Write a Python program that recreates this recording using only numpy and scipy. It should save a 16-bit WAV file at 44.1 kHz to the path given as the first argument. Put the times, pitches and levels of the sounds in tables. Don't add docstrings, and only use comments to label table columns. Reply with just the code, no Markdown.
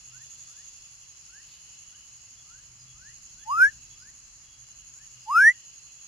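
import sys
import numpy as np
from scipy import signal
from scipy.fft import rfft, irfft, next_fast_len
from scipy.io import wavfile
from scipy.ndimage import uniform_filter1d, map_coordinates

SR = 44100
rng = np.random.default_rng(int(sys.argv[2]) if len(sys.argv) > 2 else 0)


def unload_audio(sound):
    columns = np.transpose(np.atleast_2d(sound))
    steps = np.round(np.clip(columns, -1, 1) * 32767)
    wavfile.write(sys.argv[1], SR, steps.astype(np.int16))


N = 267731
TIME = np.arange(N) / SR


def amp(db):
    return 10 ** (np.asarray(db) / 20)


def unit(x):
    return x / np.sqrt(np.mean(x ** 2) + 1e-20)


def along(points, hz):
    f, v = np.transpose(points)
    return np.interp(np.log(hz + 1), np.log(f + 1), v)


def curves(rows):
    t, *columns = np.transpose(rows)
    return [np.interp(TIME, t, column) for column in columns]


def wobble(rate):
    points = rng.standard_normal(int(N * rate / SR) + 4)
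    return map_coordinates(points, [TIME * rate])


def filtered(x, response):
    m = next_fast_len(N + SR // 2)
    hz = np.fft.rfftfreq(m, 1 / SR)
    return irfft(rfft(x, m) * response(hz), m)[..., :N]


def coloured(x, spectrum):
    return unit(filtered(x, lambda hz: amp(along(spectrum, hz))))


def noise(alike):
    turn = np.arccos(np.clip(alike, -1, 1)) / 2
    a, b = rng.standard_normal((2, N))
    return np.cos(turn) * a + np.sin(turn) * np.array([b, -b])


def pan(balance_db):
    pair = amp(np.array([[.5], [-.5]]) * balance_db)
    return pair / np.sqrt(np.mean(pair ** 2, axis=0))


def cycles(rate):
    return 2 * np.pi * np.cumsum(rate) / SR


def swell(start, length):
    return np.sin(np.pi * np.clip((TIME - start) / length, 0, 1))


def bell(hz, centre_hz, width_hz):
    return 1 / (1 + ((hz - centre_hz) / width_hz) ** 2)


def patchy(x, depth_db):
    z = signal.stft(x, nperseg=1024)[2]
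    field = rng.standard_normal(z.shape[1:])
    field = uniform_filter1d(field, size=3, axis=0)
    field = uniform_filter1d(field, size=14, axis=1)
    return signal.istft(z * amp(depth_db * unit(field)), nperseg=1024)[1][:, :N]


# (f/Hz, time to fade by 60 dB/s)
SCATTER_TIME = [(300, .25), (1800, 0.33), (10000, 0.12)]


def grove(x):
    hz, t, z = signal.stft(rng.standard_normal((2, SR // 2)), SR, nperseg=256)
    fade = amp(-60 * t / along(SCATTER_TIME, hz)[:, None])
    tail = signal.istft(z * fade, SR, nperseg=256)[1]
    return signal.fftconvolve(x, tail / np.linalg.norm(tail[0]), axes=1)[:, :N]


# (f/Hz, relative level/dB)
RUMBLE_TONE = [(12, -38.5), (20, -13.5), (44, 1), (91, -5.5), (113, -5), (125, 2.5), (136, -6.5),
               (156, -10.5), (193, -14), (400, -28.5), (520, -63.5), (880, -120)]
# (t/s, level/dB)
RUMBLE_LEVEL = [(0, -65.5), (1, -68.5), (2.6, -65), (2.95, -61), (3.3, -62), (3.8, -59.5), (4.2, -64.5),
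                (4.6, -64.5), (6.07, -68.5)]
# (t/s, level/dB)
HUM_LEVEL = [(.1, -61), (.42, -72), (1.2, -70.5), (2.4, -73), (2.92, -56), (3.35, -78), (3.67, -67.5),
             (5.15, -80), (5.5, -68.5), (6.07, -84.5)]


def rumble(gain_db=-0.1, hum_hz=126.3, hum_gain_db=-3.5, waver_db=2.6):
    level_db, = curves(RUMBLE_LEVEL)
    hum_db, = curves(HUM_LEVEL)
    hum_tone = np.sin(cycles(hum_hz * (1 + .02 * wobble(27))))
    hum = hum_tone * amp(hum_db + hum_gain_db + waver_db * wobble(6.2))
    return coloured(noise(alike=0.98), RUMBLE_TONE) * amp(level_db + gain_db) + hum


# (f/Hz, relative level/dB)
HIGH_TONE = [(3600, -17), (4150, -0.5), (5100, -2.5), (5500, -2), (6100, 1.5), (6700, 8.5), (7250, 4),
             (8100, -21.5), (9200, -13.5), (9900, -22), (10600, -7), (11800, -28), (12900, -24),
             (13300, -45.5)]
LOW_TONE = [(2100, -50), (2550, -2), (2930, 0.5), (3130, -9), (3350, -3.5), (3700, -39.5), (4200, -37.5)]
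AIR_TONE = [(150, 3.5), (400, -8), (800, -3), (1200, 2.5), (1700, -0.5), (2200, 2.5), (3600, -14),
            (8000, -15), (13000, -33.5)]
# (t/s, level/dB)
HIGH_LEVEL = [(0.0, -60.5), (0.39, -59), (2.91, -61.5), (3.57, -60), (4.83, -62.5), (5.24, -60.5),
              (6.07, -60.5)]
LOW_LEVEL = [(0.0, -65), (1.83, -64), (2.94, -68), (3.72, -64.5), (4.34, -70), (5.41, -62.5), (6.07, -65.5)]


def night(high_gain_db=8, low_gain_db=2, air_db=-67.5):
    low_db, = curves(LOW_LEVEL)
    high_db, = curves(HIGH_LEVEL)
    high_crowd = patchy(noise(alike=0.036), depth_db=1.9)
    low_crowd = patchy(noise(alike=0.053), depth_db=1.9)
    high = coloured(high_crowd, HIGH_TONE) * amp(high_db + high_gain_db + .5 * wobble(12))
    low = coloured(low_crowd, LOW_TONE) * amp(low_db + low_gain_db + 1.1 * wobble(21))
    air = coloured(noise(alike=0.18), AIR_TONE) * amp(air_db + .6 * wobble(1))
    return high + low * pan(balance_db=-2.0) + air


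# (start t/s, length/s, level/dB)
RUSTLES = [(1.438, 0.2, -60.5), (1.748, 0.013, -63)]


def rustles(grain_db=4):
    push = sum(amp(db) * swell(start, length) for start, length, db in RUSTLES)
    crackle = noise(alike=0.94) * amp(grain_db * wobble(600))
    tone = [(500, -15), (1800, -8.5), (4600, 4), (8000, -20), (13000, -12.5)]  # (f/Hz, level/dB)
    return push * coloured(crackle, tone)


# (first t/s, no start from t/s, every/s, length/s, f/Hz, level before pulsing/dB)
TRILLERS = [(2.359, 4, .51, 0.081, 3350, -62), (2.78, 5.6, 1.208, .075, 5000, -56.5)]
# (start t/s, length/s, f/Hz, level before pulsing/dB)
LONG_TRILLS = [(-.2, 1.3, 3460, -69.5), (1.198, 1.25, 2980, -65), (4.4, 0.236, 3305, -65)]


def trills(pulse_hz=45, depth=0.39):
    notes = list(LONG_TRILLS)
    for first, until, every, length, hz, db in TRILLERS:
        notes += [(start, length, hz, db) for start in np.arange(first, until, every)]
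    out = np.zeros((2, N))
    for start, length, hz, db in notes:
        pulses = 1 + depth * np.cos(2 * np.pi * pulse_hz * (TIME - start - length / 2))
        tone = np.sin(cycles(hz * (1 + 0.015 * wobble(400))))
        out += amp(db) * swell(start, length) * pulses * tone
    return out


# (t/s, level/dB)
CRICKET_LEVEL = [(0.0, -54), (0.32, -48.5), (1.01, -55.5), (2.04, -53.5), (3.01, -59), (3.09, -53.5),
                 (4.18, -54), (4.29, -59.5), (4.95, -50.5), (5.29, -56.5), (5.38, -52.5), (5.7, -54),
                 (6.02, -53.5), (6.07, -50.5)]
# (from t/s, chirps per second)
CRICKET_PACE = [(0, 11.6), (1.32, 11.2), (1.94, 11.9), (4.13, 11.4), (5.27, 11.1)]
# (f/Hz, relative level/dB)
RASP_TONE = [(5600, -34.5), (6020, -11), (6150, -5), (6400, -2), (6750, 4), (7200, -1), (7500, -19),
             (8100, -49.5), (9900, -29), (10450, -12), (11100, -17.5), (11600, -42), (12900, -27),
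             (13300, -48)]
WING_TONE = [(6430, -26.5), (6570, 14.5), (6660, -4.5), (6780, -4), (7000, -36.5)]


def cricket(stroke_hz=100, stroke_depth=0.54, gap=0.087, rasp_db=-1, ring_db=-3):
    level_db, = curves(CRICKET_LEVEL)
    since, pace = np.transpose(CRICKET_PACE)
    pace_now = pace[np.searchsorted(since, TIME, "right") - 1]
    beat = np.cumsum(pace_now) / SR - .3
    from_gap = np.abs(beat - np.round(beat))
    chirp = np.clip((from_gap - gap / 2) / 0.18, 0, 1)
    strokes = chirp * np.exp(stroke_depth * np.cos(cycles(stroke_hz * (1 + .03 * wobble(12)))))
    rasp = coloured(noise(alike=0.12) * strokes, RASP_TONE) * pan(balance_db=-1.5)
    ring = coloured(noise(alike=0.071) * strokes, WING_TONE) * pan(balance_db=-7.5)
    return (amp(rasp_db) * rasp + amp(ring_db) * ring) * amp(level_db + 0.44 * wobble(33))


# (start t/s, end t/s, start f/Hz, end f/Hz, peak level before flicker/dB)
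FAR_FROGS = [(.09, 0.246, 1180, 1960, -59.5), (0.451, 0.654, 1083, 2090, -64.5),
             (1.275, 1.421, 1270, 1975, -57), (1.898, 1.994, 1300, 1864, -68),
             (2.408, 2.642, 1040, 1860, -62.5), (2.938, 3.143, 1150, 2153, -58.5),
             (3.332, 3.493, 1286, 2080, -64), (3.945, 4.123, 1114, 2070, -59.5),
             (4.917, 5.07, 1240, 2080, -65)]


def far_frogs(peak_at=0.64, bend=1.15, fullness=0.92, lead_rad=-0.75, balance_db=1.0, flicker_db=3.0):
    out = np.zeros((2, N))
    for start, end, low_hz, high_hz, db in FAR_FROGS:
        u = np.clip((TIME - start) / (end - start), 0, 1)
        waver = 1 + .004 * wobble(66)
        phase = cycles((low_hz + (high_hz - low_hz) * u ** bend) * waver)
        arch = np.interp(u, [0, peak_at, 1], [0, 1, 0]) ** fullness
        effort = arch * amp(db + flicker_db * wobble(45))
        tone = np.sin(phase + np.array([[lead_rad], [0]]))
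        out += effort * pan(balance_db) * np.sqrt(2) * tone
    return out


# (multiple of the spacing, level/dB)
SIDE_TONES = [(1, -48), (2, -52), (3, -29), (4, -50), (5, -50), (6, -35), (7, -48), (8, -54), (9, -40),
              (10, -48), (11, -53)]


def side_tones(voice, spacing_hz=1296.3, gain_db=-1.06, fuzz_db=-47, flicker_db=2.0):
    phase = 2 * np.pi * spacing_hz * TIME
    tones = 0
    for k, db in SIDE_TONES:
        strength = 2 * amp(db + flicker_db * wobble(90))
        tones = tones + strength * np.cos(k * phase + rng.uniform(0, 2 * np.pi))
    fuzz_tone = [(300, -3.0), (1400, 5.0), (2500, 10.0), (4500, -10.5), (11000, -20.0)]  # (f/Hz, level/dB)
    fuzz = coloured(noise(alike=0.86), fuzz_tone)
    return voice * (amp(gain_db) * tones + amp(fuzz_db) * fuzz)


START_HZ, HOLD_S = 844, 0.027
STEP_HZ, STEP_S, STEP_AT = 87.7, .005, .58
LEAD_DB, LEAD_SKEW, OVERLAP_S = -24, 1.54, 0.031
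LEAD_BEND, RELEASE_BEND = 1.7, 1.8
SAC_DB, SAC_WIDTH_HZ = 4.5, 75
# (start t/s, lead-in/s, attack/s, hold/s, release/s, climb/Hz per s,
# main note level before the sac's lift/dB, sac resonance f/Hz, left phase lead/rad)
WHISTLES = [(3.442, 0.11, 0.07, 0.031, 0.055, 3783, -16, 1533, -1.38),
            (5.249, 0.093, 0.027, 0.12, 0.04, 4560, -14.5, 1854, -.55)]
# (t/s, left over right level/dB)
SWAY = [
    [(3.46, 7.5), (3.484, -3.5), (3.564, 3), (3.604, -2), (3.648, 0.5), (3.7, 10.5)],
    [(5.27, -3), (5.296, -1.5), (5.382, 3.0), (5.448, -2.5), (5.478, 1), (5.52, -4.5)],
]


def whistle(row, sway, jitter=.0015, overtone_db=-23, overtone_hz=2800, overtone_width_hz=230,
            lead_overtone_db=-38):
    start, lead_s, attack_s, hold_s, release_s, climb, level_db, sac_hz, lead_rad = row
    t = np.maximum(TIME - start, 0)
    length = lead_s + attack_s + hold_s + release_s
    step = (1 + np.tanh((t - STEP_AT * lead_s) / STEP_S)) / 2
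    hz = START_HZ + climb * (np.clip(t, HOLD_S, length) - HOLD_S) + STEP_HZ * step

    arch = np.abs(np.sin(np.pi * np.minimum(t / (lead_s + OVERLAP_S), 1) ** LEAD_SKEW))
    lead_in = amp(LEAD_DB) * arch ** LEAD_BEND
    attack = np.clip((t - lead_s) / attack_s, 0, 1)
    release = np.clip((length - t) / release_s, 0, 1) ** RELEASE_BEND
    note = attack * release * amp(level_db + SAC_DB * bell(hz, sac_hz, SAC_WIDTH_HZ))
    effort = uniform_filter1d((lead_in + note) * amp(0.27 * wobble(150)), size=200)

    phase = cycles(hz * (1 + jitter * wobble(150))) + np.array([[lead_rad], [-lead_rad]]) / 2
    upper_resonance = bell(2 * hz, overtone_hz, overtone_width_hz)
    octave = amp(lead_overtone_db) * lead_in + amp(overtone_db) * effort ** 2 * upper_resonance
    balance_db, = curves(sway)
    voice = effort * np.sin(phase) + octave * np.sin(2 * phase)
    return pan(balance_db) * np.sqrt(2) * voice


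def scene():
    background = rumble() + night() + rustles()
    far = trills() + far_frogs()
    near = sum(whistle(row, sway) for row, sway in zip(WHISTLES, SWAY))
    scattered = grove(amp(-39.5) * near + amp(-9) * far)
    return background + far + cricket() + scattered + side_tones(near) + near


def record(dry, top_hz=13200):
    return filtered(dry, lambda hz: hz < top_hz)


dry = scene()
out = record(dry)
unload_audio(out)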